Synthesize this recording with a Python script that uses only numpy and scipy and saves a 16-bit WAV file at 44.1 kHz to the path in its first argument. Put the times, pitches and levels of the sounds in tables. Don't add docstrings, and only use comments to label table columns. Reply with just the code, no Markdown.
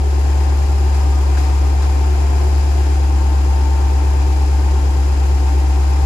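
import sys
import numpy as np
from scipy import signal
from scipy.fft import rfft, irfft
from scipy.io import wavfile
from scipy.ndimage import uniform_filter1d, map_coordinates

SR = 44100
rng = np.random.default_rng(int(sys.argv[2]) if len(sys.argv) > 2 else 0)


def digitize_waveform(pressure):
    field = np.atleast_2d(pressure).T
    bounded = np.clip(field, -1, 1)
    quanta = np.round(bounded * 32767).astype(np.int16)
    wavfile.write(sys.argv[1], SR, quanta)


N = 267113
TIME = np.arange(N) / SR
FREQ = np.maximum(np.arange(N // 2 + 1) * SR / N, 1)


def undb(db):
    return 10 ** (np.asarray(db) / 20)


def level(x, db):
    return x * undb(db) / np.sqrt(np.mean(x ** 2))


def curves(table):
    seconds, *columns = np.transpose(table)
    return [np.interp(TIME, seconds, column) for column in columns]


def slope_db(points):
    hz, db = np.transpose(points)
    return np.interp(np.log(FREQ), np.log(hz), db)


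def colour(x, response):
    return irfft(rfft(x) * response, N)


def resonance(hz, width):
    return (1 + 1j * (FREQ - hz ** 2 / FREQ) / width) ** -2


def blend(a, b, share):
    share = np.clip(share, 0, 1)
    return np.sqrt(share) * a + np.sqrt(1 - share) * b


def walk(rate):
    hold = int(SR / rate)
    held = rng.standard_normal(2048)[np.arange(N) // hold]
    smooth = uniform_filter1d(uniform_filter1d(held, hold), hold)
    return level(smooth, 0)


def per_cylinder(values, firing):
    return map_coordinates(values, [firing % 8], order=3, mode="grid-wrap")


def burst(firing, at, length):
    since = (firing - at + 4) % 8 - 4
    return since, np.exp(-.5 * (since / length) ** 2)


def moved():
    middle_s, duration_s = 2.89, 0.36
    return np.clip((TIME - middle_s) / duration_s + .5, 0, 1)


def both_ports(phase, apart):
    return np.sin(phase + np.array([[1], [-1]]) * apart / 2)


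def cycle_rattle(firing, size=8192):
    jumble = irfft(np.exp(2j * np.pi * rng.random(size // 8)), size)
    return level(np.interp(firing / 8, np.arange(size) / size, jumble, period=1), 0)


def rattle(firing, repeat, likeness):
    locked = [blend(cycle_rattle(firing), cycle_rattle(firing), moved()) for _ in range(3)]
    paths = blend(np.array(locked), rng.standard_normal((3, N)), repeat)
    return blend(paths[0], paths[1:], likeness)


def exhaust(firing, cylinder_db, lead, scatter_db=0.3, octave_db=-30.0):
    # (time [s], depth [1 = as in the cylinder table])
    limp_table = [(0, 0.69), (2.2, 0.73), (4.2, 0.76), (5.3, 0.58), (6.06, 0.63)]
    # (time [s], dip [dB])
    misfires = [(0.674, -2.5), (3.652, -1), (4.46, -1), (4.692, -1), (4.806, -2.4), (4.923, -1),
                (5.155, -3), (5.271, -1.5), (5.385, -2.5), (5.621, -1.4)]
    # (frequency [Hz], gain [dB])
    muffler = [(30, -22), (44, 3), (70, -0.5), (104, 0)]
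    misfire_s, jitter_rad, octave_apart_rad, boom_db = 0.0058, .03, 1.1, -12.5
    limp, = curves(limp_table)
    dip_db = sum(db * np.exp(-.5 * ((TIME - s) / misfire_s) ** 2) for s, db in misfires)
    phase = 2 * np.pi * firing + limp * lead + jitter_rad * walk(45)
    octave = undb(octave_db) * both_ports(2 * phase, octave_apart_rad)
    strength = undb(limp * cylinder_db + dip_db + scatter_db * walk(35))
    boom = strength * (np.cos(phase) + octave)
    return level(colour(boom, undb(slope_db(muffler))), boom_db)


def rumble(firing):
    pipe_hz, width_hz, rumble_db = 114, 30, -46
    shaking = rattle(firing, repeat=0.44, likeness=0.65)
    return level(colour(shaking, resonance(pipe_hz, width_hz)), rumble_db)


def bay_response():
    # (frequency [Hz], width [Hz], lift [dB])
    bay_table = [(238, 2.5, 6.5), (278.7, 15, 6.5), (321, 2.2, 14), (321.5, 13, -6), (368.4, 5.8, 8.5),
                 (407, 6.4, 10.5), (480, 8.1, -0.5), (502.5, 7, 1.5), (558.4, 7, 5), (694, 38, 7.5),
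                 (749, 15.4, 8), (780, 13, 11.5), (790, 13, 5), (891, 16.5, 15), (953, 20, 4),
                 (1028, 81, 7), (1213, 8.6, 9.5), (1385, 22, 12.5), (1597, 30, 10), (1810, 90, 6),
                 (2156, 19, 7), (2383, 40, 11.5), (2572, 35, 15), (2820, 27, 14.5)]
    response = 1
    for hz, width, db in bay_table:
        response = response * (1 + (undb(db) - 1) / (1 + 1j * (FREQ - hz ** 2 / FREQ) / width))
    return response


def thuds(firing, cylinder_db, bay):
    # (frequency [Hz], level [dB])
    thud_spectrum = [(20, -18), (45, -16), (85, -0.5), (132, -4), (158, -6.5), (205, -12.5), (265, -5),
                     (360, -5), (440, -8.5), (580, -9), (800, -16), (1500, -57)]
    # (time [s], level [dB])
    thud_swell = [(0, 0.5), (1.5, -0.5), (2.6, 0.3), (3.3, -0.8), (4.7, 0.1), (6.06, 0.5)]
    flicker_db, thud_db = .3, -32
    shaking = rattle(firing, repeat=.48, likeness=0.35) * undb(cylinder_db + flicker_db * walk(50))
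    swell_db, = curves(thud_swell)
    return level(colour(shaking, bay * undb(slope_db(thud_spectrum))), thud_db + swell_db)


def valve_clatter(firing, cylinder_db, bay):
    # (frequency [Hz], level [dB])
    clatter_spectrum = [(300, -16), (600, -12), (740, -4), (900, -1.5), (1080, -1), (1280, -10),
                        (2000, -11.5), (2600, -16.5), (3200, -20), (6000, -47)]
    flicker_db, swell_db, clatter_db = .8, .45, -34
    strength = undb(cylinder_db + flicker_db * walk(110) + swell_db * walk(15))
    clatter = rattle(firing, repeat=.2, likeness=0.066) * strength
    return level(colour(clatter, bay * undb(slope_db(clatter_spectrum))), clatter_db)


def wavering_tone(firing_hz, hz, waver_db=2, slip=0.27, loosen=0.38):
    spread_rad_per_hz = .0013
    idle_time = np.cumsum(firing_hz / firing_hz.mean()) / SR
    phase = 2 * np.pi * (hz * idle_time + rng.random()) + (slip + loosen * moved()) * walk(7)
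    tone = both_ports(phase, spread_rad_per_hz * hz)
    return level(tone * undb(waver_db * walk(7.0)), 0)


def hums(firing, firing_hz):
    # (frequency [Hz], level [dB], left minus right [dB])
    hum_table = [(225.5, -48.5, 2.5), (290.5, -42.8, -2), (312.5, -45, 3), (340.5, -46, -2), (368, -44, 3),
                 (409, -46, -10), (463.6, -52.5, 12), (512, -53.5, -8), (755, -48.5, 9), (801, -46, -1)]
    roughness = .2
    out = 0
    for hz, db, pan_db in hum_table:
        shake = 1 + roughness * per_cylinder(rng.standard_normal(8), firing)
        hum = level(wavering_tone(firing_hz, hz) * shake, db)
        out = out + hum * undb(np.array([[pan_db], [-pan_db]]) / 2)
    return out


def off_the_walls(x):
    share, decay_s = .09, .016
    echoes = rng.standard_normal((2, N)) * np.exp(-TIME / decay_s)
    echoes /= np.linalg.norm(echoes, axis=1, keepdims=True)
    return blend(colour(x, rfft(echoes)), x, share)


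def hiss(cylinder_db, likeness=0.056):
    # (frequency [Hz], level [dB])
    hiss_spectrum = [(300, 4.5), (1200, 3.5), (2500, -1), (3200, -3), (4600, -3.5), (5080, 0), (5550, -4.5),
                     (6200, -3), (7200, -3.5), (8200, -8.5), (9600, -11.5), (11200, -8), (12500, -13)]
    # (time [s], lift [dB], decay [s])
    flares = [(0.945, 3.2, 0.04), (1.37, 5.3, 0.075), (1.822, 3.5, 0.035)]
    # (time [s], level [dB])
    treble = [(0, 0), (1.9, -0.1), (2.3, 0.3), (2.85, 0.8), (3.05, -0.5), (4, -0.2), (6.06, 0)]
    flicker_db, hiss_db = .35, -35.5
    noise = rng.standard_normal((3, N))
    air = colour(blend(noise[0], noise[1:], likeness), undb(slope_db(hiss_spectrum)))
    flare_db = sum(db * (TIME > s) * np.exp(-np.abs(TIME - s) / decay) for s, db, decay in flares)
    treble_db, = curves(treble)
    air = air * undb(cylinder_db + treble_db + flare_db + flicker_db * walk(150))
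    return level(off_the_walls(air), hiss_db)


def passing_rings(firing):
    # (middle [s], half length [s], frequency [Hz], width [Hz], level at the middle [dB])
    ring_table = [(.4, .77, 567, 28, -48), (1.3, .45, 946, 28, -41.5), (1.25, .5, 1218, 24, -48.5),
                  (2.4, .38, 700, 50, -40), (3.8, 1, 901, 8, -43.5), (3.9, 1, 800, 9, -47.5),
                  (1.2, 1, 801, 9, -46.5), (1.2, 1.5, 289, 8, -49), (2.3, .6, 367, 8, -42.5)]
    shaking = rattle(firing, repeat=0.23, likeness=0.51)
    out = 0
    for s, half, hz, width, db in ring_table:
        ring = level(colour(shaking, resonance(hz, width)), db)
        out = out + ring * np.exp(-.5 * ((TIME - s) / half) ** 4)
    return out


def knocks(firing, firing_hz):
    # (crank position [firings], length [firings], frequency [Hz], rise [Hz per firing],
    #  level before the phone moves [dB], level after [dB], phase between the ports [rad])
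    knock_table = [(1.65, .45, 245, 0, -49.5, -50, .4), (5.3, .42, 250, 0, -48.5, -49.5, .4),
                   (.95, .45, 318, 0, -48, -42, .6), (2.7, .6, 375, 20, -44.5, -45, .7),
                   (3.8, .55, 308, 0, -53, -45, .5), (5, .3, 320, 0, -47, -48, .6),
                   (4.7, .45, 385, 0, -48.5, -53, .7), (6.2, .4, 345, 0, -52, -48, .7),
                   (7.6, .3, 380, 0, -51, -51, .7), (1.9, .6, 505, 0, -51, -50, 1),
                   (1.25, .4, 780, 0, -46.5, -47.5, 1.5), (2.65, .55, 752, 0, -44, -50, 2),
                   (4.4, 1.5, 818, 40, -45, -39, 1.6)]
    scatter_db, slip_rad = 1.2, .25
    out = 0
    for at, length, hz, rise, before_db, after_db, apart in knock_table:
        since, swell = burst(firing, at, length)
        turns = (hz + rise * since / 2) * since / firing_hz + rng.random()
        ring = both_ports(2 * np.pi * turns + slip_rad * walk(8.4), apart)
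        strength = swell * undb(scatter_db * walk(11))
        out = out + level(ring * strength, before_db + (after_db - before_db) * moved())
    return out


def chuff(firing, firing_hz, at=2.746, early_length=1.2, late_length=0.79, pipe_hz=121, db=-39.5):
    lag, stretch_spread, scatter_db = .25, .15, 1.2
    length = early_length + (late_length - early_length) * moved()
    length = length * np.exp(stretch_spread * walk(10))
    since, swell = burst(firing, at + lag, length)
    ring = np.sin(2 * np.pi * pipe_hz * (since + lag) / firing_hz)
    return -level(swell * undb(scatter_db * walk(7.9)) * ring, db)


def clinks():
    # (time [s], level at the start [dB], frequency [Hz], width [Hz], decay [s])
    clink_table = [(.946, -39, 1510, 400, .02), (.986, -36.5, 1200, 400, .03),
                   (1.372, -35.5, 1550, 420, .018), (1.821, -41.5, 4350, 1200, .016),
                   (1.841, -38, 1210, 400, .01), (3.654, -38, 4500, 4000, .005),
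                   (3.854, -39, 4500, 4000, .005), (4.324, -38, 4000, 4000, .007),
                   (5.758, -30, 1100, 1200, .005), (5.829, -36, 1420, 700, .007)]
    out = 0
    for s, db, hz, width, decay in clink_table:
        noise = colour(rng.standard_normal((3, N)), resonance(hz, width))
        ring = level(blend(noise[0], noise[1:], 0.2), db)
        out = out + ring * (TIME > s) * np.exp(-np.abs(TIME - s) / decay)
    return out


def scene():
    # (time [s], firing rate [Hz])
    speed = [(0.0, 70.06), (0.56, 70.75), (1.32, 69.28), (2.65, 70.71), (3.3, 69.09), (4.57, 69.45),
             (5.73, 68.25), (6.06, 69.94)]
    cylinders = [(-0.44, -0.055, -5.5, 2, 0.5), (0.5, -0.035, 2.5, 1, 1.5), (0.5, -0.14, -1, 1.5, 0.5),
                 (-1, -0.18, 1.5, 0, 1.5), (1, 0.031, -2.5, 1.5, 0.5), (0.5, -0.099, -4, 1.1, 1.5),
                 (1.7, 0.02, 0, 1, 1.1), (-1.2, -0.35, -1, 2.2, 1.5)]
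    firing_hz, = curves(speed)
    firing = np.cumsum(firing_hz) / SR - .05
    columns = np.transpose(cylinders)
    boom_db, lead, thud_db, clatter_db, hiss_db = (per_cylinder(c, firing) for c in columns)
    tailpipe = exhaust(firing, boom_db, lead) + rumble(firing) + chuff(firing, firing_hz)
    bay = bay_response()
    bay_noise = thuds(firing, thud_db, bay) + valve_clatter(firing, clatter_db, bay)
    block = hums(firing, firing_hz) + passing_rings(firing) + knocks(firing, firing_hz) + clinks()
    air = hiss(hiss_db)
    sway_db, sway_per_s = .4, 2
    sway = undb(sway_db * walk(sway_per_s))
    start_db, settle_s = -2.5, 0.12
    settle = undb(start_db * np.exp(-TIME / settle_s))
    return settle * (tailpipe + block + sway * bay_noise + air)


def record(dry):
    # (frequency [Hz], left minus right [dB])
    port_table = [(110, 1.5), (230, 1.5), (320, 2.5), (630, 0.5), (1100, 4), (2000, 6), (3000, 3.5),
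                  (4300, 4.5), (5050, 8.5), (6000, 4.5), (7100, 9), (9000, 0)]
    top_hz = 12250
    ports = colour(dry, undb(np.outer([1, -1], slope_db(port_table)) / 2))
    low_pass = signal.ellip(8, .2, 70, top_hz, fs=SR, output="sos")
    return signal.sosfilt(low_pass, ports)


dry = scene()
out = record(dry)
digitize_waveform(out)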